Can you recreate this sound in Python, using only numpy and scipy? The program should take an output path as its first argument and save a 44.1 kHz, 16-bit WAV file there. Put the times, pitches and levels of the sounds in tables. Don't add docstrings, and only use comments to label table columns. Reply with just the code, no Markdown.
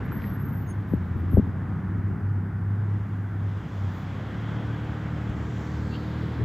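import sys
import numpy as np
from scipy import signal
from scipy.io import wavfile
from scipy.ndimage import uniform_filter1d

SR = 44100
rng = np.random.default_rng(int(sys.argv[2]) if len(sys.argv) > 2 else 0)


def natural_amplitude(level_db):
    exponent = np.asarray(level_db, float) / 20
    return 10 ** exponent


def int16_out(signal):
    q = np.round(np.clip(np.atleast_2d(signal).T, -1, 1) * 32767)
    wavfile.write(sys.argv[1], SR, q.astype(np.int16))


N = 284123
SIDE_SIGNS = np.array([[1], [-1]])

# t/s, base pitch f/Hz, third-order level/dB
ENGINE_COURSE = [(0.0, 34.22, -34.5), (.5, 34.07, -32.5), (0.879, 32.9, -35), (1.021, 29.46, -31.5),
                 (1.3, 29.63, -27.5), (1.5, 31.07, -33), (1.95, 32.71, -31.5), (2.11, 32.95, -26),
                 (2.27, 33.05, -23.5), (2.501, 32.7, -31.5), (2.67, 33.36, -26), (2.8, 33.96, -24.5),
                 (2.96, 33.96, -25), (3.03, 34, -32), (3.38, 33.33, -29.5), (3.55, 32.86, -22.5),
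                 (3.738, 33.33, -32), (3.87, 31.7, -25.5), (4.1, 32.35, -34), (4.351, 36.5, -32),
                 (4.55, 37.14, -32), (5.4, 37.7, -34), (5.951, 38.3, -33), (6.44, 39.8, -33.5)]
# multiple of the base pitch, level/dB over the third order
CRUISE_ORDERS = [(1, -46.5), (2, -26), (3, 0), (4, -22), (5, -16), (6, -17.5), (7, -28), (8, -31), (9, -28),
                 (10, -31.5), (11, -35), (12, -38), (13, -41), (14, -31)]
# multiple of the base pitch, level/dB over the third order
PULL_ORDERS = [(1, -26), (2, -1.5), (3, 0), (4, -6), (5, -10), (6, -12), (7, -20), (8, -9), (9, -25),
               (10, -20), (11, -22), (12, -25), (13, -22)]
# t/s, load/1 (0 cruising, 1 pulling)
ENGINE_LOAD = [(0, .7), (.6, .5), (1.5, .4), (2.2, 0), (3.7, 0.01), (4.3, 0.65), (4.8, 0.86), (6.44, 1)]
# t/s, depth/dB, length/s
BOOM_DIPS = [(0.064, 25, 0.024), (0.182, 24, 0.03), (.28, 20, .05), (0.433, 20, 0.037),
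             (2.183, 21.5, 0.079), (3.521, 9.5, 0.061), (3.63, 18, 0.12), (3.993, 12, 0.13),
             (4.202, 7, 0.045), (4.329, 9, 0.028), (5.42, 6.5, 0.12)]
BOOM_WAVER_DB = 1.5

# t/s, level/dB, side over mid/dB before the spread below is added
NEAR_COURSE = [(0.0, -63.5, -18), (.25, -64.5, -20), (.5, -69.5, -13), (1.199, -65.5, -16),
               (1.5, -69.5, -14.5), (1.75, -70, -23), (2.4, -81, -24), (2.9, -67, -26.5), (3.35, -68, -25),
               (3.5, -62, -26), (4.0, -58.5, -23), (4.5, -56, -21), (5.1, -57, -16.5), (5.75, -58, -14),
               (6.0, -58, -14), (6.44, -56.5, -17.5)]
# f/Hz, density/dB per Hz over the near level
NEAR_SPECTRUM = [(30, -40.5), (150, -18), (500, -17), (900, -19), (1500, -21), (2100, -26), (2560, -31.5),
                 (3000, -32), (3350, -32.5), (3750, -37), (4290, -42.5), (5500, -46), (7700, -50.5)]
# f/Hz, addition to side over mid/dB
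NEAR_SPREAD_SPECTRUM = [(300, -13), (900, -2), (1600, -1), (2800, 3.5), (4500, -2), (6000, -6.5),
                        (7500, -4)]
# t/s, length/s, level change/dB, f/Hz, half-width/Hz
TONE_CHANGES = [(0.56, 0.72, 4, 6400, 1300), (3.13, .6, 4, 6980, 1290), (3.82, 0.58, 5.5, 6800, 1300),
                (3.89, .9, 3.5, 4730, 930), (5.7, 0.9, 8, 7040, 1300), (5.999, 0.83, 9, 4500, 850),
                (4.1, 1.5, 3, 3350, 220), (4.6, .8, 2.5, 1550, 130), (5.65, .5, 3, 5600, 830),
                (.1, 0.61, 8, 1870, 510), (3.0, .7, 6.5, 1000, 300), (5.9, 0.35, -2, 3740, 1200),
                (4.5, .4, 3.5, 3200, 250), (6.16, .4, 3, 3470, 270)]
# t/s, level/dB
FAR_COURSE = [(0, -44), (1.1, -48), (1.7, -46), (3.0, -48.5), (4.2, -49.5), (4.55, -52.5), (5.3, -48.5),
              (6.44, -49.5)]
# f/Hz, density/dB per Hz over the far level
FAR_SPECTRUM = [(18, -49.5), (30, -20), (60, -17), (103, -6), (192, -10.5), (400, -27), (572, -35),
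                (792, -32), (1520, -32), (1960, -37.5), (2470, -50), (4000, -63.5), (7700, -73)]
# f/Hz, side over mid/dB
FAR_SPREAD = [(60, -47.5), (300, -36.5), (800, -14), (1500, -14.5), (2100, -16.5), (2800, -26.5),
              (8000, -27.5)]
ROAD_EDGE_HZ = 7850

# t/s, length/s, level/dB, f/Hz, width/Hz
NOISE_BANDS = [(.121, 1.11, -37, 171, 111), (.251, .121, -66, 3600, 2600),
               (3.821, .101, -76.5, 13600, 4000), (3.972, .101, -71.5, 13600, 4500),
               (5.681, .28, -80.5, 13810, 1600), (5.947, .05, -54, 3900, 1500),
               (5.947, .03, -49, 2760, 200), (5.955, .022, -48.5, 3090, 200), (5.95, .03, -57, 4500, 300),
               (6.031, .28, -78.5, 13810, 1900), (6.2, .6, -79, 11500, 4000), (3.3, 4.0, -84, 4900, 120),
               (5.0, 3.5, -82, 13000, 5000)]

# start t/s, length/s, level/dB before fading, f/Hz, pitch arch/Hz
BRAKE_SQUEALS = [(.01, .1, -67, 12440, 10), (.09, .57, -58, 12460, 30), (.64, .22, -80, 12465, 5),
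                 (.86, .13, -62, 12415, 10), (1.0, .12, -78, 12400, 10), (1.14, .12, -76, 12470, 10),
                 (1.28, .14, -59, 12470, 10), (1.42, .12, -82, 12500, 20), (.39, .36, -65, 11930, 190),
                 (.655, .1, -57, 6495, 10), (.655, .1, -62, 9675, 10)]
SQUEAL_RISE_S, SQUEAL_FADE_DB, CHATTER_DB = 0.039, -12.5, 0.5
SKIRT_DB, SKIRT_PER_S, SQUEAL_WOBBLE_HZ = -9, 500, 25

# t/s, nominal peak level/dB, settled f/Hz, 60 dB decay time/s
DRY_TICKS = [(.0918, -41, 2500, .007), (.1203, -24.5, 1360, .009), (.2205, -35, 2300, .007),
             (.2418, -30, 1870, .014), (5.297, -52, 9000, .002)]

# t/s, length/s, level/dB before the port offset
WIND_GUSTS = [(0.045, 0.37, -36), (0.955, 0.13, -33.5), (1.317, 0.37, -32.5), (1.749, 0.35, -39.5),
              (2.137, .35, -37), (4.487, 0.084, -40.5), (4.544, 0.37, -40), (5.33, 0.15, -41),
              (6.429, 0.06, -28.5)]
# f/Hz, density/dB per Hz
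WIND_SPECTRUM = [(25, -23.5), (45, -12), (80, 1.5), (160, -1), (300, -8.5), (500, -26), (900, -46),
                 (2000, -80.5)]
# t/s, nominal peak level/dB before softening, settled f/Hz, pitch fall/share of f
WIND_THUMPS = [(0.92, -13, 146, .24), (0.9352, -8.5, 125, 1.83), (.951, -19, 101, .3),
               (1.332, -14, 149, 0.78), (1.339, -2.5, 87, 0.26), (1.3705, -10, 130, 3.43),
               (1.373, -2, 79.5, 0.23), (1.3796, -5, 118.5, 1.3), (1.3899, -10.5, 150, 0.7),
               (1.3948, -5, 187, 0.47), (1.424, -20, 99.2, .22), (5.291, -24, 40.6, 0.48)]
BREEZE_DB, BREEZE_FALL_DB_PER_S = -40.5, 3
THUMP_CYCLES = 4.7
LEFT_PORT_DB = 3.4

# f/Hz, density/dB per Hz
HISS_SPECTRUM = [(3530, -27.5), (6000, -5), (6430, -7), (7320, -7), (12200, -4), (13900, -5), (15800, -8.5)]
HISS_DB = -76.5
FADE_IN_S = 0.004


def evened(x):
    return x / np.sqrt(np.mean(x ** 2) + 1e-20)


def read(points, hz):
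    f, value = np.transpose(points)
    return np.interp(np.log(hz + 1), np.log(f + 1), value)


def bell(x, centre, width):
    return np.exp(-((x - centre) / width * 2) ** 2)


def add(mix, s, sound):
    part = mix[round(s * SR):][:len(sound)]
    part += sound[:len(part)]


def wander(size, per_s):
    steps = rng.standard_normal(N // 500)
    return np.interp(np.arange(size) / SR * per_s, np.arange(len(steps)), steps)


def noise(db_field, size=1024):
    hop = size // 4
    t = np.arange(N // hop + 5) * hop / SR
    hz = np.fft.rfftfreq(size, 1 / SR)[:, None]
    real, imaginary = rng.standard_normal((len(t), len(hz), 2)).T
    spectra = real + 1j * imaginary
    white = signal.istft(spectra, nperseg=size, noverlap=size - hop)[1]
    coloured = signal.istft(spectra * natural_amplitude(db_field(t, hz)), nperseg=size, noverlap=size - hop)[1]
    return coloured[:N] / np.std(white) * np.sqrt(SR / 2)


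def ring(db, hz, t60, glide):
    t = np.arange(SR // 10) / SR
    decay = np.exp(-np.log(1000) * t / t60)
    turns = hz * np.cumsum(1 + glide * decay) / SR
    rise = -np.expm1(-turns / 0.2)
    return natural_amplitude(db) * rise * decay * np.sin(2 * np.pi * turns)


def engine(waver_db=1.6, jitter=.002, smear=.04, high_smear=.25):
    t = np.arange(N) / SR
    s, hz, db = np.transpose(ENGINE_COURSE)
    turns = np.cumsum(np.interp(t, s, hz) * (1 + jitter * wander(N, 25))) / SR
    load = np.interp(t, *np.transpose(ENGINE_LOAD))
    level_db = np.interp(t, s, db)
    dips_db = sum(depth_db * bell(t, at, length) for at, depth_db, length in BOOM_DIPS)
    boom_db = level_db + BOOM_WAVER_DB * wander(N, 14) - dips_db
    mean_db = 10 * np.log10(uniform_filter1d(natural_amplitude(level_db) ** 2, SR // 2))
    out = np.zeros(N)
    for (k, cruise_db), (_, pull_db) in zip(CRUISE_ORDERS, PULL_ORDERS):
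        order_db = boom_db if k == 3 else mean_db + waver_db * wander(N, 9)
        order_db = order_db + cruise_db + load * (pull_db - cruise_db)
        blur = (high_smear if k > 8 else smear) * np.pi * wander(N, 25)
        out += natural_amplitude(order_db) * np.cos(2 * np.pi * (k * turns + rng.random()) + blur)
    return np.sqrt(2) * out


def road_texture(t, hz, patchy_db=0.9):
    patches = rng.standard_normal((len(t), len(hz))).T
    patches = uniform_filter1d(patches, 12, axis=0)
    patches = evened(uniform_filter1d(patches, 10, axis=1))
    return patchy_db * patches - np.clip((hz - ROAD_EDGE_HZ) / 20, 0, 40)


def near_tyres():
    s, near_db, width_db = np.transpose(NEAR_COURSE)

    def mid_field(t, hz):
        tone_db = sum(db * bell(t, at, length) * bell(hz, f, 2 * half_width)
                      for at, length, db, f, half_width in TONE_CHANGES)
        return read(NEAR_SPECTRUM, hz) + np.interp(t, s, near_db) + tone_db + road_texture(t, hz)

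    def side_field(t, hz):
        return mid_field(t, hz) + np.interp(t, s, width_db) + read(NEAR_SPREAD_SPECTRUM, hz)

    return noise(mid_field) + SIDE_SIGNS * noise(side_field)


def far_wash():
    def mid_field(t, hz):
        return read(FAR_SPECTRUM, hz) + np.interp(t, *np.transpose(FAR_COURSE)) + road_texture(t, hz)

    def side_field(t, hz):
        return mid_field(t, hz) + read(FAR_SPREAD, hz)

    return noise(mid_field, size=2048) + SIDE_SIGNS * noise(side_field, size=2048)


def noise_bands():
    def field(t, hz):
        power = sum(natural_amplitude(db) ** 2 / width * bell(t, s, length) * bell(hz, f, width)
                    for s, length, db, f, width in NOISE_BANDS)
        return 10 * np.log10(power + 1e-30)

    return noise(field) + natural_amplitude(-17.5) * noise(field) * SIDE_SIGNS


def squeals(fuzz=0.4, fuzz_per_s=110, side=.16):
    out = np.zeros((2, N))
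    for s, length, db, hz, arch_hz in BRAKE_SQUEALS:
        t = np.arange(0, length, 1 / SR)
        edges = np.clip(np.minimum(t, length - t) / SQUEAL_RISE_S, 0, 1) ** 2
        fade_db = SQUEAL_FADE_DB * (t / length) ** 3
        level = edges * natural_amplitude(db + fade_db + CHATTER_DB * wander(len(t), 25))
        arch = arch_hz * np.sin(np.pi * (t / length) ** .8)
        pitch = hz + arch + SQUEAL_WOBBLE_HZ * wander(len(t), 15)
        tone = level * np.exp(2j * np.pi * np.cumsum(pitch) / SR)
        a, b, c, d = (wander(len(t), fuzz_per_s) for _ in range(4))
        mid = np.sqrt(2 - 2 * fuzz ** 2) + 2.5 * fuzz * (a + 1j * b)
        mid += natural_amplitude(SKIRT_DB) * (wander(len(t), SKIRT_PER_S) + 1j * wander(len(t), SKIRT_PER_S))
        apart = side * (1 + c + 1j * d)
        add(out[0], s, (tone * (mid + apart)).real)
        add(out[1], s, (tone * (mid - apart)).real)
    return out


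def ticks():
    out = np.zeros(N)
    for s, db, hz, t60 in DRY_TICKS:
        add(out, s, ring(db, hz, t60, 0.073))
    return out


def wind(lumpy_db=3, apart_db=-16):
    t = np.arange(N) / SR
    breeze_power = natural_amplitude(BREEZE_DB - BREEZE_FALL_DB_PER_S * t) ** 2
    gust_power = sum(natural_amplitude(db) ** 2 * bell(t, s, length) for s, length, db in WIND_GUSTS)
    shared, apart = (evened(noise(lambda t, hz: read(WIND_SPECTRUM, hz) + 0 * t, size=2048))
                     for _ in range(2))
    rumble = shared + natural_amplitude(apart_db) * apart * SIDE_SIGNS
    rumble *= np.sqrt(breeze_power + gust_power) * natural_amplitude(lumpy_db * wander(N, 37))
    thumps = np.zeros(N)
    for s, db, hz, glide in WIND_THUMPS:
        add(thumps, s, ring(db, hz, THUMP_CYCLES / hz, glide))
    soft = signal.sosfilt(signal.butter(4, 800, fs=SR, output="sos"), thumps)
    return (rumble + soft) * natural_amplitude(SIDE_SIGNS * LEFT_PORT_DB / 2)


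def hiss(side_db=-11):
    mid, side = (evened(noise(lambda t, hz: read(HISS_SPECTRUM, hz) + 0 * t)) for _ in range(2))
    return natural_amplitude(HISS_DB) * (mid + natural_amplitude(side_db) * side * SIDE_SIGNS)


def scene():
    road = near_tyres() + far_wash()
    return engine() + road + noise_bands() + squeals() + ticks() + wind() + hiss()


def top_cut(x):
    return signal.sosfilt(signal.butter(12, 15960, fs=SR, output="sos"), x)


def record(dry):
    faded = dry * np.minimum(np.arange(N) / SR / FADE_IN_S, 1)
    thin = signal.sosfilt(signal.butter(4, 50, "high", fs=SR, output="sos"), faded)
    return top_cut(thin)


dry = scene()
out = record(dry)
int16_out(out)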